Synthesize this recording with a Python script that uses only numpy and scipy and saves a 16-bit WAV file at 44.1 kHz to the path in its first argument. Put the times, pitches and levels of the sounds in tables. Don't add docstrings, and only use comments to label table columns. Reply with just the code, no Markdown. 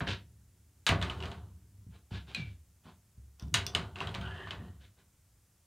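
import sys
import numpy as np
from scipy import signal
from scipy.fft import rfft, irfft
from scipy.io import wavfile
from scipy.ndimage import uniform_filter1d

SR = 44100
rng = np.random.default_rng(int(sys.argv[2]) if len(sys.argv) > 2 else 0)


def file_out(sig):
    cols = np.atleast_2d(sig).T
    lim = np.clip(cols, -1, 1)
    pcm = np.round(lim * 32767).astype(np.int16)
    wavfile.write(sys.argv[1], SR, pcm)


N = 250002
T = np.arange(N) / SR
RING_T = T[:SR]

# f/Hz, level/dB
ROOM_COLOUR = [(25, -7.5), (50, -0.5), (85, 3.5), (200, -14.5), (400, -20), (800, -23.5), (1600, -25),
               (4000, -28.5), (7000, -23.5), (10000, -25), (15500, -30)]
# f/Hz, level/dB
PROFILE_MODES = [(406, -8.5), (550, -5.5), (592, -2.5), (680, -4.5), (710, -3.5), (923, 2), (1023, -9.5),
                 (1130, -3.5), (1530, 4), (1890, -8), (1974, -4.5), (2028, -7), (2159, -8), (2325, -2.5),
                 (2548, 3), (2900, 1.5), (3015, -3), (3893, 2.5), (4175, -3.5), (4730, -7), (6287, -8.5)]
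# f/Hz, level/dB
STEEL_COLOUR = [(150, -5.5), (380, -7.5), (480, -9), (700, -6), (1100, 0.5), (1600, 2.5), (3200, 1.5),
                (4200, -2), (5500, -11.5), (7000, -13), (9500, -19), (11000, -32.5), (12800, -31),
                (15500, -45.5)]
# t/s, crack level/dB, ring level/dB, tilt/(dB/octave), jaw f/Hz, jaw level/dB
JAW_BITES = [(.006, -41, -35, -6, 1640, -26.5), (0.0723, -55, -52, -2, 1630, -28.5),
             (.8659, -21.5, -25, 1, 3350, -22), (0.8904, -21.5, -26, -4, 3060, -16.5),
             (.923, -33, -32, -7.5, 661.5, -22), (3.541, -22, -29, 3, 6760, -19.5),
             (3.5429, -20.5, -28, 1.5, 2890, -16), (3.7496, -24, -32.5, -0.5, 3004, -11.5),
             (4.0123, -57, -38.5, -4, 990, -26.5), (4.472, -57, -48, -4, 1100, -35.5)]
# t/s, crack level/dB, jaw f/Hz, jaw level/dB
JAW_SLIPS = [(1.015, -38, 2980, -29), (1.0253, -31.5, 3580, -26), (1.0985, -38, 3015, -24),
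             (1.2039, -47.5, 2950, -35.5), (1.2256, -47, 2840, -31), (1.236, -44.5, 2940, -33.5),
             (1.256, -43.5, 3130, -36.5), (1.3159, -45, 3310, -38.5), (3.958, -44.5, 2770, -33.5),
             (3.9866, -46, 2600, -38), (4.0048, -42, 2780, -23), (4.0717, -41, 3230, -29.5),
             (4.091, -58, 3340, -35), (4.143, -43, 3000, -34), (4.1488, -37.5, 3440, -32.5),
             (4.2122, -45, 3140, -36), (4.508, -37.5, 3030, -29.5)]
# t/s, level/dB, hardness/(dB/octave)
PEDAL_THUDS = [(0.019, -30, 1), (0.084, -29, -2), (0.153, -48.5, -8.5), (0.894, -18.5, -1.5),
               (0.921, -32.5, 3.5), (1.291, -41, 13), (1.866, -40, 2.5), (2.117, -30, 3),
               (2.391, -35.5, -6), (2.855, -46, 14.5), (3.178, -42, -13.5), (3.425, -31, 0.5),
               (3.551, -34, 7), (3.769, -32, 7.5), (4.142, -37, 0), (4.184, -33, 7), (4.6, -38, 13.5)]
# f/Hz, level/dB, t60/s
FRAME_MODES = [(68.2, -4.5, 1), (98.05, 5, 0.23), (115.5, 0.5, 0.21), (161.8, -3, 0.32), (191, -6.5, 0.33),
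               (237.5, -15.5, 0.33)]
# f/Hz, level/dB
STAND_COLOUR = [(25, -34.5), (48, -14.5), (66, 6.5), (82, 2), (102, 6), (135, -9.5), (175, -7.5),
                (240, -17.5), (400, -23.5), (700, -57.5)]
# t/s, grind level/dB, shake level/dB
PEDAL_STROKES = [
    [(0.98, -50, -46), (1.04, -42.5, -37), (1.154, -47, -41.5), (1.28, -45.5, -42.5), (1.682, -90, -58.5),
     (1.85, -80, -59)],
    [(3.46, -63, -37.5), (3.516, -85, -49), (3.548, -46.5, -33.5), (3.728, -51, -49.5), (3.768, -39.5, -41),
     (3.944, -60, -49), (3.96, -61, -50)],
    [(3.96, -46, -52), (3.986, -50, -59), (4.014, -42, -46), (4.078, -46, -40), (4.422, -49.5, -50),
     (4.682, -58.5, -46), (4.95, -97.5, -66.5)],
]
# t/s, attack/s, hold/s, hiss level/dB, grind level/dB
PROFILE_SHOVES = [(0.063, 0.017, 0.036, -37, -62), (1.901, 0.049, .005, -65.5, -64),
                  (2.105, .008, .03, -59, -52.5), (2.117, 0.041, 0.013, -49.5, -71),
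                  (2.263, 0.029, 0.027, -56, -57), (2.341, 0.023, 0.039, -50, -69),
                  (2.44, 0.025, 0.046, -67, -80), (2.831, 0.037, 0.027, -64, -58),
                  (3.384, 0.025, 0.022, -71, -58.5), (4.796, 0.019, .035, -63.5, -92),
                  (4.962, 0.029, 0.014, -71, -70)]
# f/Hz, level/dB
SLIDE_COLOUR = [(150, 7.5), (350, 0), (600, -3.5), (1200, -6), (1480, -1), (1650, 5), (1850, -4),
                (2500, -1.5), (3700, 0.5), (5200, -12), (7000, -21), (10000, -33), (15000, -50)]
# f/Hz, level/dB
YIELD_COLOUR = [(150, 12), (280, -7.5), (380, 9), (520, -1.5), (720, 1.5), (1100, 2), (1600, -6.5),
                (2300, -20.5), (3000, -9), (4000, -13.5), (5500, -25), (9000, -26), (15000, -56)]
# t/s, level/dB, part (0 jaw block, 1 spring clip)
PART_CLINKS = [(2.3479, -26.5, 0), (3.3973, -44.5, 1), (3.424, -50.5, 1), (3.4824, -59, 1),
               (3.6658, -25.5, 1)]
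# f/Hz, level/dB, t60/s
BLOCK_MODES = [(1610, -12, 0.18), (2410, -17, 0.28), (2490, 8, 0.064), (2710, -12, 0.32), (2950, -1, 0.059),
               (3240, -1, 0.05), (3800, -8, 0.2), (4040, 5.5, 0.052), (4104, -6, 0.16), (4450, -13, 0.23),
               (12200, -36, 0.068)]
# f/Hz, level/dB, t60/s
CLIP_MODES = [(2850, -14, .04), (3424, -16, .2), (3558, -14, .2), (4247, -19, .14), (4705, -9, .1),
              (5200, 2, .016), (5600, 3, .018), (6051, -14, .12), (8900, -8, .013), (12190, -8, .013)]
# t/s, f/Hz, level/dB
PROFILE_SQUEAL = [(2.35, 2345, -60), (2.375, 2335, -48), (2.49, 2320, -59), (2.515, 2320, -78)]
# t/s, f/Hz, level/dB
PIVOT_GROAN = [(2.365, 270, -70), (2.383, 180, -40), (2.42, 135, -42), (2.48, 105, -42), (2.55, 89.6, -52),
               (2.66, 81, -76)]
# t/s, f/Hz, level/dB
TEETH_CREAK = [(4.19, 1392, -72), (4.25, 1490, -47), (4.32, 1677, -51.5), (4.41, 1786, -50.5),
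               (4.53, 1784, -57.5), (4.78, 1846, -83)]

TOP_HZ = 15750


def amp(db):
    return 10 ** (np.asarray(db) / 20)


def unit(x):
    return x / np.sqrt(np.mean(x ** 2))


def add(out, start_s, x):
    i = max(int(start_s * SR), 0)
    out[i:i + len(x)] += x[:N - i]


def curve(rows, column):
    rows = np.array(rows)
    return np.interp(T, rows[:, 0], rows[:, column])


def swell(rows, column=-1):
    return amp(curve(rows, column)) * (T >= rows[0][0]) * (T <= rows[-1][0])


def colour(x, points, tilt_db=0):
    hz, db = np.transpose(points)
    bin_hz = np.maximum(np.fft.rfftfreq(len(x), 1 / SR), 1)
    tilted_db = db + tilt_db * np.log2(hz / hz[0])
    gain = amp(np.interp(np.log2(bin_hz), np.log2(hz), tilted_db))
    low_cut = np.minimum(bin_hz / hz[0], 1) ** 2
    return unit(irfft(rfft(x) * gain * low_cut, len(x)))


def band(x, lo_hz, hi_hz):
    return signal.sosfilt(signal.butter(2, [lo_hz, hi_hz], "band", fs=SR, output="sos"), x)


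def fade(t60, t=RING_T):
    return np.exp(-np.log(1000) * t / t60)


def die_away(x, t60, damping):
    octave = np.clip(np.log2(np.fft.rfftfreq(SR, 1 / SR) / 1000 + 1e-9), -3, 4)
    spectrum = rfft(x)
    out = np.zeros(SR)
    for centre in range(-3, 5):
        share = np.maximum(1 - abs(octave - centre), 0)
        out += irfft(spectrum * share, SR) * fade(t60 * 2 ** (-damping * centre))
    return out


def ping(hz, t60):
    return np.sin(2 * np.pi * hz * RING_T) * fade(t60)


def ring(modes, tilt_db=0, scatter_db=0):
    hz, db, t60 = np.transpose(modes)
    gain = amp(db + tilt_db * np.log2(hz / hz[0]))
    if scatter_db:
        gain *= amp(scatter_db * rng.standard_normal(len(hz))) * rng.choice([-1, 1], len(hz))
    return sum(g * ping(f, decay) for f, g, decay in zip(hz, gain, t60)) / np.linalg.norm(gain)


def room_tone():
    mid = colour(rng.standard_normal(N), ROOM_COLOUR)
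    mid /= np.std(band(mid, 300, TOP_HZ))
    side = unit(band(rng.standard_normal(N), 5500, 17000))
    return amp(-74) * mid + amp(-79.5) * side * np.array([[1], [-1]])


def steel_noise(tilt_db):
    return colour(rng.standard_normal(SR), STEEL_COLOUR, tilt_db)


def profile_ring(tilt_db=0):
    modes = [(hz, db, 0.36 * (hz / 1000) ** -0.36) for hz, db in PROFILE_MODES]
    return ring(modes, tilt_db, scatter_db=1.8)


def jaw_hit(crack_db, ring_db, tilt_db, jaw_hz, jaw_db):
    crack = steel_noise(tilt_db + 3.7) * fade(0.022)
    note = ping(jaw_hz, t60=0.015)
    note += amp(-6) * ping(1.1 * jaw_hz, t60=0.0084)
    note += amp(-12.5) * ping(1.32 * jaw_hz, t60=0.0047)
    note *= 1 - fade(0.0017)
    press = die_away(steel_noise(tilt_db), t60=0.24, damping=0.18) * (1 - fade(0.012))
    tail = press + amp(-6.5) * profile_ring(tilt_db)
    return amp(crack_db) * crack + amp(jaw_db) * note + amp(ring_db) * tail


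def jaws():
    out = np.zeros(N)
    for start_s, *bite in JAW_BITES:
        add(out, start_s, jaw_hit(*bite))
    for start_s, crack_db, jaw_hz, jaw_db in JAW_SLIPS:
        tick = jaw_hit(crack_db, ring_db=crack_db - 4, tilt_db=-3, jaw_hz=jaw_hz, jaw_db=jaw_db)
        add(out, start_s, tick)
    return out


def pedal_load(part):
    column = {"grind": 1, "shake": 2}[part]
    gain = sum(swell(stroke, column) for stroke in PEDAL_STROKES)
    return abs(uniform_filter1d(gain, int(0.02 * SR) + 1))


def frame():
    booms = np.zeros(N)
    settling = amp(-62.5 - 2.1 * T)
    rumble_power = settling ** 2 + pedal_load("shake") ** 2
    for start_s, db, hardness in PEDAL_THUDS:
        onset = amp(db) * (1 - fade(0.017))
        add(booms, start_s, onset * ring(FRAME_MODES, tilt_db=hardness))
        add(rumble_power, start_s, (onset * amp(-13.5) * fade(0.74)) ** 2)
    return booms + np.sqrt(rumble_power) * colour(rng.standard_normal(N), STAND_COLOUR)


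def grains(spread_db):
    size = amp(spread_db * np.minimum(rng.exponential(size=N // 32 + 1), 5))
    return rng.standard_normal(N) * np.repeat(size, 32)[:N]


def shoves():
    hiss, grind = np.zeros(N), np.zeros(N)
    for start_s, attack_s, hold_s, hiss_db, grind_db in PROFILE_SHOVES:
        release_t = np.maximum(RING_T - attack_s - hold_s, 0)
        speed = np.minimum(RING_T / attack_s, 1) * fade(0.19, release_t)
        add(hiss, start_s, amp(hiss_db) * speed)
        add(grind, start_s, amp(grind_db) * speed)
    return hiss, grind


def friction():
    hiss_gain, grind_gain = shoves()
    grind_gain += amp(-2) * pedal_load("grind")
    hiss = hiss_gain * colour(grains(spread_db=2.1), SLIDE_COLOUR)
    grind = grind_gain * colour(grains(spread_db=2.4), YIELD_COLOUR)
    body = profile_ring()
    ringing = signal.fftconvolve(grind, body / np.linalg.norm(body))[:N]
    return hiss + amp(-1) * grind + amp(-22) * ringing


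def loose_parts():
    out = np.zeros(N)
    for start_s, db, is_clip in PART_CLINKS:
        contact = unit(band(steel_noise(tilt_db=3.3), 1500, 13900))
        rattle = contact * (amp(-13.5) * fade(0.016) + amp(-24.5) * fade(0.14))
        clink = ring(CLIP_MODES if is_clip else BLOCK_MODES) + rattle
        add(out, start_s, amp(db) * band(clink, 1700, 15000))
    return out


def flutter(width_hz):
    lowpass = signal.butter(2, width_hz, fs=SR, output="sos")
    wobble = signal.sosfilt(lowpass, grains(spread_db=2) + 1j * grains(spread_db=2))
    return wobble / np.std(wobble)


def stick_slip(glide, steady, width_hz):
    rough = flutter(width_hz) + 0.4 * flutter(3 * width_hz)
    phase = 2 * np.pi * np.cumsum(curve(glide, column=1)) / SR
    return swell(glide) * unit(np.real((steady + rough) * np.exp(1j * phase)))


def profile_squeal():
    return stick_slip(PROFILE_SQUEAL, steady=1, width_hz=45)


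def pivot_groan():
    return stick_slip(PIVOT_GROAN, steady=1.6, width_hz=34)


def teeth_creak():
    creak = stick_slip(TEETH_CREAK, steady=0.2, width_hz=85)
    rasp = swell(TEETH_CREAK) * unit(band(grains(spread_db=3.5), 2670, 3200))
    return creak + amp(-6.5) * rasp


def workshop(x, wet_db):
    echo = die_away(rng.standard_normal(SR), t60=0.22, damping=0.14) * (1 - fade(0.0067))
    return x + amp(wet_db) * signal.fftconvolve(x, echo / np.linalg.norm(echo))[:N]


def scene():
    squeaks = teeth_creak() + profile_squeal()
    hits = workshop(jaws(), wet_db=-8.5) + workshop(loose_parts(), wet_db=-8)
    scrapes = workshop(friction() + squeaks, wet_db=-6.5)
    return hits + scrapes + frame() + pivot_groan() + room_tone()


def record(dry):
    low_cut = signal.butter(3, 42, "high", fs=SR, output="sos")
    high_cut = signal.ellip(10, 0.2, 70, TOP_HZ, fs=SR, output="sos")
    return signal.sosfilt(high_cut, signal.sosfilt(low_cut, dry))


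dry = scene()
out = record(dry)
file_out(out)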